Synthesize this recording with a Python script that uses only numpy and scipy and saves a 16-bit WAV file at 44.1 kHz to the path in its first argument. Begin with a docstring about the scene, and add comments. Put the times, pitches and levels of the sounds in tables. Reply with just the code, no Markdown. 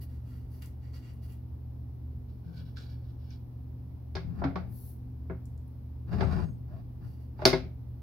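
"""Wooden block in a workbench vise

Friction is dense random slips, filtered and gated by each movement; blows are scattered bursts plus
decaying modes. A block is handled and slid between the jaws over a low workshop hum. The vise screw is
turned twice with a scraping rumble and a faint whine of its thread; the wooden handle knocks and rubs in
its hub, slides through the hand, and at last drops against its end cap and bounces to rest."""
import sys
import numpy as np
from scipy import signal
from scipy.fft import rfft, irfft, next_fast_len
from scipy.io import wavfile

SR = 44100
rng = np.random.default_rng(int(sys.argv[2]) if len(sys.argv) > 2 else 0)


def transcribe(u):
    """Save the signal u as a 16-bit wav file named by the first command-line argument.

    u: samples, shape (n,) or (channels, n), limited to [-1, 1]; the rate is SR.
    q: integer samples, one column per channel.
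    """
    v = np.clip(np.atleast_2d(u).T, -1, 1)
    q = np.round(v * 32767).astype(np.int16)
    wavfile.write(sys.argv[1], SR, q)


N = 353682
SIZE = next_fast_len(N, True)
TIME_S, FREQ_HZ = np.arange(N) / SR, np.fft.rfftfreq(SIZE, 1 / SR)

# Motor and mains hum. Each row: frequency in Hz, rms level in dB, waver in dB.
HUM = [(75.3, -45, 2), (119.9, -45, 1), (252.5, -62, 2.5)]
# Spectrum of the still workshop air. Each row: frequency in Hz, relative density in dB per Hz.
AIR = [(20, -25), (33, -22.5), (50, 1.5), (90, -1.5), (135, -5.5), (165, -10), (205, -12), (250, -11),
       (350, -20), (600, -29.5), (850, -30), (1500, -42.5), (3200, -50.5), (5300, -51), (7600, -65),
       (12500, -50), (16000, -51.5)]
# Left-right likeness of the air. Each row: frequency in Hz, correlation from -1 to 1.
AIR_ALIKE = [(60, 0.93), (130, 0.8), (290, 0.66), (640, 0.26), (1410, -0.28), (3100, -0.04), (6820, -0.19),
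             (15000, 0.59)]

# Fingers on wood. Each row: frequency in Hz, relative level in dB.
RUB = [(600, -4), (1400, 2), (2350, 2), (3500, -4), (5000, -3), (6500, -7), (8000, -9), (16000, -25)]
# Hiss of dry skin. Each row: frequency in Hz, relative level in dB.
SKIN = [(3000, -30), (5000, -15), (7500, -24.5), (10000, -6.5), (13000, -6), (16000, -5)]
# Resonances of the hand-held block. Each row: frequency in Hz, -6 dB width in Hz, relative level in dB.
HELD = [(1390, 110, 3), (1930, 130, 4.5), (2440, 70, 2), (2840, 120, 6), (4700, 400, 3)]
# Fingers shifting on the block. Each row: start in seconds, length in seconds, rub level in dB,
# skin hiss level in dB, brightest frequency in Hz.
TOUCHES = [(0, .035, -63, -56, 4500), (.06, .1, -73, -75, 1400), (.22, .15, -70, -72, 1400),
           (.48, .11, -73, -67, 5500), (.612, .022, -60, -59, 2600), (.625, .05, -68, -67, 2000),
           (.79, .1, -70, -85, 2000), (.92, .06, -62, -68, 4700), (1.0, .1, -66, -76, 2500),
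           (1.21, .05, -69, -66, 4700), (1.27, .06, -68, -66, 2800), (7.0, .13, -74, -74, 5000),
           (7.19, .045, -79, -78, 5000)]
# Small ticks of wood and fingers. Each row: time in seconds, level in dB, centre in Hz,
# distance to -6 dB in octaves.
TICKS = [(.622, -21, 3000, 1.1), (.624, -23, 12000, 0.43), (.659, -26, 9000, 1.3),
         (1.135, -30, 11000, 0.35), (1.322, -32, 10000, 1), (2.769, -1, 1470, .22),
         (2.770, -16, 3400, 0.58), (3.305, -22, 5500, .2), (3.305, -18, 2350, .1), (5.456, -28, 8350, 0.62),
         (5.577, -35, 7000, 0.69), (5.678, -32, 10600, 0.17)]

# Pushes of the block between the jaws. Each row: start in seconds, length in seconds, scuff level in dB,
# squeak level in dB.
PUSHES = [(2.27, .04, -76, -90), (2.42, .09, -77, -63), (2.5, .11, -63.5, -62), (2.64, .05, -67, -68),
          (2.755, .025, -59, -60), (2.78, .08, -68, -67), (2.87, .06, -66, -68), (2.99, .11, -76, -72),
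          (3.16, .12, -71, -78), (3.28, .05, -67, -73)]
# Resonances of the block between the jaws. Each row: frequency in Hz, -6 dB width in Hz,
# relative level in dB.
BLOCK = [(1690, 160, -1.5), (2290, 110, -5), (2830, 180, -1), (3430, 260, -4), (3920, 150, -6),
         (4500, 400, -2), (5280, 350, -3), (4000, 3500, -9)]
# Groans of the block binding against a jaw. Each row: start in seconds, length in seconds, level in dB.
GROANS = [(2.44, .06, -40), (2.55, .1, -47)]

# Blows of the handle and jaw. Each row: time in seconds, force in dB, contact corner in Hz,
# fall above it in dB per octave, bench ring in dB, thud in Hz, thud level in dB,
# thud pan in dB left minus right, note of the struck part in Hz, note level in dB.
KNOCKS = [(4.153, -23, 4200, 10, -1, 89.4, -28.5, -4, 410, -34),
          (4.166, -22, 2400, 12, -6, 165, -33, 0, 1650, -38),
          (4.417, -10.5, 1080, 24, -14, 179, -36, 0, 560, -36),
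          (4.431, -14, 1000, 20, -16, 171, -29, -6, 690, -32),
          (4.440, -8.5, 1400, 14, -22, 140, -24, -7, 870, -30),
          (4.447, -22, 1300, 20, -22, 272, -20, -6, 780, -35),
          (4.5575, -13.5, 1400, 12, -12, 180.5, -29, 3, 1130, -31),
          (5.299, -23, 1850, 28, 2, 170, -31, 0, 430, -33),
          (6.128, -27, 1600, 11, -8, 132, -40, 0, 1650, -48),
          (6.208, -9, 1600, 13, -9, 125, -38, 0, 670, -26),
          (6.221, -17, 1300, 14, -10, 165, -42, 0, 850, -32),
          (6.231, -16, 1300, 14, -10, 90, -32, 0, 700, -32),
          (7.392, -24, 800, 11, -10, 120, -42, 0, 860, -38),
          (7.419, -15, 1100, 12, -10, 160, -37, 0, 610, -29),
          (7.4537, 0.5, 14000, 5, -1, 132, -22, 0, 640, -18),
          (7.530, -11.5, 2400, 9, 6.5, 155, -24, 0, 2130, -26),
          (7.652, -42, 400, 20, 10, 165, -39, 0, 380, -48)]
# Modes of the bench and vise. 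Each row: frequency in Hz, relative level in dB, t60 in seconds.
BENCH = [(53, -31, .6), (258, -23, .35), (345.4, -19, .14), (381, -10.5, .15), (522, -23, 0.18),
         (646.5, -22, .15), (730, -29, .12), (861, -30, .12), (940, -26, .1), (1078, -30, .15),
         (1465, -33, .16), (1662, -29, 0.12), (2070, -30, .13), (2150, -33, .2), (2640, -34, .11),
         (3535, -28, 0.065), (3700, -35, .2), (3855, -28, .12), (4300, -27, .1), (4555, -24, 0.067),
         (4615, -26, .1), (4750, -25, 0.12), (5085, -27, .1)]
# Dense response of the wood between its modes. Each row: frequency in Hz, gain in dB.
WOOD = [(40, 1), (200, 15), (480, 15), (650, 23), (1100, 16.5), (1400, 19), (1850, 13.5), (2200, 17),
        (2900, 10), (4000, 18), (4900, 21), (6200, 10), (7500, -5), (10000, 3), (16000, -2)]

# Pulls on the vise handle and its last slide through the hub. Each row: start in seconds,
# length in seconds, time to full speed in seconds, scrape level in dB, rumble level in dB.
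TURNS = [(4.18, .17, .1, -64, -38), (4.33, .15, .08, -58, -38), (4.56, .16, .05, -67, -44),
         (6.06, .06, .04, -56, -40), (6.105, .325, .035, -43, -28.5), (6.66, .14, .08, -61, -46),
         (6.99, .07, .03, -64, -44), (7.35, .09, .1, -45, -51)]
# Rough floor of the scrape. Each row: frequency in Hz, relative level in dB.
SCRAPE = [(150, -18), (300, -5), (520, 0), (800, 1), (1100, -1), (1750, -8), (2100, -18), (3300, -24),
          (4900, -24), (6000, -30), (7500, -42), (10000, -38), (16000, -42)]
# Resonances of the vise under the scrape. Each row: frequency in Hz, -6 dB width in Hz,
# relative level in dB.
VISE = [(377, 30, 13), (668, 70, 5), (1270, 100, -1), (1630, 140, -6), (2430, 80, -15), (2780, 100, -14),
        (3910, 130, -14), (4640, 220, -15), (5080, 110, -15)]
# Judder of the jaw. Each row: frequency in Hz, relative level in dB.
RUMBLE = [(20, -34), (45, -4), (90, 5), (130, -1), (175, 0.5), (250, -14), (400, -23.5), (900, -68.5)]
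# Whine of the steel thread. Each row: frequency in Hz, level in dB.
THREAD = [(6498, -76), (8452, -78), (12721, -84)]

# Decay of the room. Each row: frequency in Hz, t60 in seconds.
ROOM_T60_S = [(100, 1), (300, 0.49), (1000, 0.24), (2200, .33), (4500, .26), (12000, .22)]
# Stereo balance of the bench sounds. Each row: frequency in Hz, left minus right in dB.
LEAN = [(25, 2), (60, 18.5), (130, 9), (380, 6), (700, -2), (1300, -4), (2400, 2.5), (4500, -4.5),
        (8000, 4), (15000, 3)]
# Left-right likeness of the bench sounds. Each row: frequency in Hz, correlation.
ALIKE = [(60, 0.6), (380, 0.5), (800, 0.4), (1500, 0.03), (16000, 0)]


def amp(db):
    """Decibels to gain."""
    return np.exp(np.asarray(db) * (np.log(10) / 20))


def unit(x):
    """Scales to rms 1."""
    return x / np.sqrt(np.mean(x ** 2) + 1e-20)


def read(points, hz):
    """Interpolates a table on a log-frequency axis."""
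    table_hz, value = np.transpose(points)
    return np.interp(np.log(hz + 1), np.log(table_hz + 1), value)


def add(mix, start_s, sound):
    """Adds a stereo sound, cut at the end of the mix."""
    part = mix[:, round(start_s * SR):][:, :sound.shape[1]]
    part += sound[:, :part.shape[1]]


def shape(x, gain_db, size=4096):
    """Causal minimum-phase filter with the gain gain_db(hz), floored at -100 dB."""
    hz = abs(np.fft.fftfreq(size, 1 / SR))
    log_gain = np.log(amp(np.maximum(gain_db(hz), -100)))
    response = np.exp(np.conj(signal.hilbert(log_gain)))  # phase follows from log gain
    taps = np.fft.ifft(response).real[:size // 2]
    return signal.oaconvolve(x, taps[None], axes=1)[:, :x.shape[1]]


def pair(x, alike):
    """Correlates two unrelated channels by a likeness table over frequency."""
    size = next_fast_len(x.shape[1] + SR // 10, True)
    left, other = rfft(x, size)
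    same = np.clip(read(alike, np.fft.rfftfreq(size, 1 / SR)), -1, 1)
    right = same * left + np.sqrt(1 - same ** 2) * other
    return irfft(np.array([left, right]), size)[:, :x.shape[1]]


def colour(x, gain_db):
    """Filters a full-length sound by gain_db, at rms 1."""
    return unit(irfft(rfft(x, SIZE) * amp(gain_db), SIZE)[..., :N])


def drift(rate_hz, size=4096):
    """Slow noise of rms 1 with a Gaussian spectrum reaching to about rate_hz."""
    hz = np.fft.rfftfreq(size, N / SR / size)
    slow = irfft(rfft(rng.standard_normal(size)) * np.exp(-(hz / rate_hz) ** 2))
    return np.interp(TIME_S, np.linspace(0, N / SR, size), unit(slow))


def resonances(modes):
    """Summed power spectrum of (Hz, width Hz, dB) resonances."""
    return sum(amp(db) ** 2 / (1 + ((FREQ_HZ - hz) / width_hz * 2) ** 2) ** 2
               for hz, width_hz, db in modes)


def mode(hz, db, t60_s, size=20000):
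    """One vibration decaying exponentially, with a cosine fade to zero."""
    t = np.arange(size) / SR
    fade = np.cos(np.pi / 2 * t / t[-1])
    return amp(db - 60 * t / t60_s) * np.sin(2 * np.pi * hz * t) * fade


def stroke(start_s, length_s, rise_s, t60_s):
    """Gain of one movement: gathers speed, holds to the end of its length, dies away."""
    t = TIME_S - start_s
    attack = np.sin(np.pi / 2 * np.clip(t / rise_s, 0, 1)) ** 2
    return attack * amp(-60 * np.clip((t - length_s) / t60_s, 0, 2))


def spread(near_t60_s, near_db, room_db, direct_db, size=20000):
    """Stereo response of one impulse, its quick scatter around the bench, and the room tail."""
    t = np.arange(size) / SR
    near, far = rng.standard_normal((2, 2, size))
    near = near * amp(-60 * t / near_t60_s)
    hz, frame_s, bins = signal.stft(far, SR, nperseg=256)
    decay = amp(-60 * frame_s / read(ROOM_T60_S, hz)[:, None])
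    far = signal.istft(bins * decay, SR, nperseg=256)[1][:, :size]
    far = far * (1 - np.exp(-t / 0.0024))  # tail builds up in ms
    out = pair(amp(near_db) * unit(near) + amp(room_db) * unit(far), ALIKE) / np.sqrt(size)
    out[:, 0] += amp(direct_db)
    return out


def grains(per_s, spread_db, clump_hz, clump_db):
    """Friction: tiny slips of uneven size and clumped strength, scattered by the bench and the room."""
    uneven_db = spread_db * np.minimum(rng.exponential(1, N), 4)
    size = amp(uneven_db + clump_db * drift(clump_hz))
    slips = rng.standard_normal(N) * size * (rng.random(N) < per_s / SR)
    paths = spread(near_t60_s=.06, near_db=-3, room_db=-5, direct_db=-5)
    return signal.oaconvolve(slips[None], paths, axes=1)[:, :N]


def workshop():
    """Sines of wavering level over the soft rush of coloured stereo noise."""
    air_db = -47
    hum = 0
    for hz, db, waver_db in HUM:
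        tone = unit(np.sin(2 * np.pi * (hz * TIME_S + rng.random())))
        hum = hum + amp(db + waver_db * drift(3.4)) * tone
    air = colour(pair(rng.standard_normal((2, N)), AIR_ALIKE), read(AIR, FREQ_HZ))
    return hum + amp(air_db) * air


def pushing():
    """Gains over time of the block's scuff and of its squeak: one stroke per push."""
    rise_share, t60_s = .7, .25  # rise as a share of push length
    return sum(np.outer(amp(levels_db), stroke(start_s, length_s, rise_share * length_s, t60_s))
               for start_s, length_s, *levels_db in PUSHES)


def hands():
    """Dry skin slips over the block, coloured by each grip, and hisses along the handle."""
    rise_share, fade_share = .6, 3.5  # rise and fade t60, in touch lengths
    grip_db, grip_octaves = 6, .3  # each grip favours one band of the rub
    push_hiss_db = -11  # relative to the push's scuff
    held_db = 10 * np.log10(amp(read(RUB, FREQ_HZ)) ** 2 + resonances(HELD))
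    rub = colour(grains(per_s=4000, spread_db=2, clump_hz=35, clump_db=0.5), held_db)
    hiss = colour(grains(per_s=12000, spread_db=1, clump_hz=35, clump_db=0.5), read(SKIN, FREQ_HZ))

    # the handle glides through the hand
    glide = amp(-55) * stroke(start_s=4.66, length_s=.245, rise_s=.14, t60_s=.24)
    out = hiss * (glide + amp(push_hiss_db) * pushing()[0])
    for start_s, length_s, rub_db, hiss_db, bright_hz in TOUCHES:
        end_s = start_s + length_s * (1 + fade_share)
        span = slice(round(start_s * SR), round(end_s * SR))

        def grip_gain_db(hz):
            octaves = np.log2((hz + 1) / bright_hz)
            return grip_db * np.exp(-(octaves / grip_octaves) ** 2)

        gripped = unit(shape(rub[:, span], grip_gain_db))
        speed = stroke(start_s, length_s, rise_share * length_s, fade_share * length_s)[span]
        out[:, span] += speed * (amp(rub_db) * gripped + amp(hiss_db) * hiss[:, span])
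    return out


def ticks():
    """Light touches: band-shaped impulses, each with a short room tail."""
    out = np.zeros((2, N))
    for start_s, db, centre_hz, octaves in TICKS:
        touch = spread(near_t60_s=.03, near_db=-6, room_db=-8.5, direct_db=-14)
        tick = shape(touch, lambda hz: db - 6 * (np.log2((hz + 1) / centre_hz) / octaves) ** 2)
        add(out, start_s, tick)
    return out


def block():
    """Slips excite waxing and waning resonances of the block; it groans and squeaks where it binds."""
    slips = grains(per_s=4000, spread_db=1.5, clump_hz=35, clump_db=1.5)
    spectrum = rfft(slips, SIZE)
    scuff = 0
    for row in BLOCK:
        ringing = irfft(spectrum * np.sqrt(resonances([row])), SIZE)[:, :N]
        scuff = scuff + amp(3.5 * drift(8)) * ringing
    groan_hz = 165 + 5 * drift(25.5)
    groan = np.sin(2 * np.pi * np.cumsum(groan_hz) / SR)
    squeak = colour(slips, 10 * np.log10(resonances([(1440, 150, 0), (300, 500, 1)])))
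    scuffing, squeaking = pushing()
    binding = sum(amp(db) * stroke(start_s, length_s, rise_s=.04, t60_s=.3)
                  for start_s, length_s, db in GROANS)
    return unit(scuff) * scuffing + groan * binding + squeak * squeaking


def knocks(size=20000):
    """Each blow rings the bench and thuds in its frame; softer contacts lose the treble."""
    out = np.zeros((2, N))
    swell = 1 - np.exp(-np.arange(size) / SR / .003)  # heavy wood takes a moment to start moving
    rings = np.array([mode(*row) for row in BENCH])
    bench_hz = np.array(BENCH)[:, 0]
    for (start_s, force_db, corner_hz, fall_db_per_octave, ring_db,
         thud_hz, thud_db, pan_db, note_hz, note_db) in KNOCKS:

        def contact_db(hz):
            return force_db - 10 * np.log10(1 + (hz / corner_hz) ** (fall_db_per_octave / 3))

        scatter = spread(near_t60_s=.07, near_db=-2.5, room_db=-4.5, direct_db=-13)
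        wood = shape(scatter, lambda hz: read(WOOD, hz) + contact_db(hz))
        ring = amp(ring_db + contact_db(bench_hz)) @ rings
        sides = amp(np.array([[.5], [-.5]]) * pan_db)
        thud = mode(thud_hz, thud_db, t60_s=.24) * sides
        note = mode(note_hz, note_db, t60_s=.08)
        add(out, start_s, wood + swell * (ring + thud + note))
    return out


def screw():
    """The thread scrapes in its nut and whines faintly while the jaw judders along its rods."""
    scrape_t60_s, rumble_t60_s = .17, .5  # scrape stops quickly, the jaw shakes on
    vise_db = 10 * np.log10(amp(read(SCRAPE, FREQ_HZ)) ** 2 + resonances(VISE))
    scrape = colour(grains(per_s=1000, spread_db=1, clump_hz=40, clump_db=2), vise_db)
    judder = colour(pair(rng.standard_normal((2, N)), ALIKE), read(RUMBLE, FREQ_HZ))
    scraping, shaking = 0, 0
    for start_s, length_s, rise_s, scrape_db, rumble_db in TURNS:
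        scraping = scraping + amp(scrape_db) * stroke(start_s, length_s, rise_s, scrape_t60_s)
        shaking = shaking + amp(rumble_db) * stroke(start_s, length_s, rise_s, rumble_t60_s)

    # the thread sings under the hardest pull
    whine_start_s, sag_db_per_s = 6.205, 20
    whine = 0
    for hz, db in THREAD:
        phase = 2 * np.pi * np.cumsum(hz + 25 * drift(90)) / SR
        whine = whine + amp(db + 2.7 * drift(25)) * np.sin(phase)
    sag = amp(-sag_db_per_s * np.maximum(TIME_S - whine_start_s, 0))
    singing = sag * stroke(whine_start_s, length_s=.355, rise_s=.02, t60_s=.08)
    return scrape * scraping + judder * shaking + whine * singing


def hub():
    """The handle rubs hollowly in its hub as it swings over the top: noise through one resonance."""
    centre_s, half_length_s, hz, width_hz, db = 6.755, .05, 650, 130, -59
    hollow = colour(rng.standard_normal(N), 10 * np.log10(resonances([(hz, width_hz, 0)])))
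    return amp(db) * hollow * np.exp(-((TIME_S - centre_s) / half_length_s) ** 2)


def end_cap_crack():
    """The end cap is struck hard: one very short mode, equal in both channels."""
    out = np.zeros((2, N))
    crack = mode(hz=4550, db=-7, t60_s=.016)
    add(out, 7.4537, np.array([crack, crack]))
    return out


def scene():
    """Bench sounds get a frequency-dependent stereo balance; the workshop is added as is."""
    bench = hands() + ticks() + block() + knocks() + screw() + hub() + end_cap_crack()
    sides = amp(np.array([[.5], [-.5]]) * read(LEAN, FREQ_HZ))
    sides = sides / np.sqrt(np.mean(sides ** 2, axis=0))  # keeps mean power of the channel gains at 1
    return irfft(rfft(bench, SIZE) * sides, SIZE)[:, :N] + workshop()


def record(dry):
    """Full-scale limit, then a linear-phase low-pass."""
    edge_hz = 15850
    taps = signal.firwin(511, edge_hz, window=("kaiser", 9), fs=SR)
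    return signal.oaconvolve(np.clip(dry, -1, 1), taps[None], "same")


dry = scene()
out = record(dry)
transcribe(out)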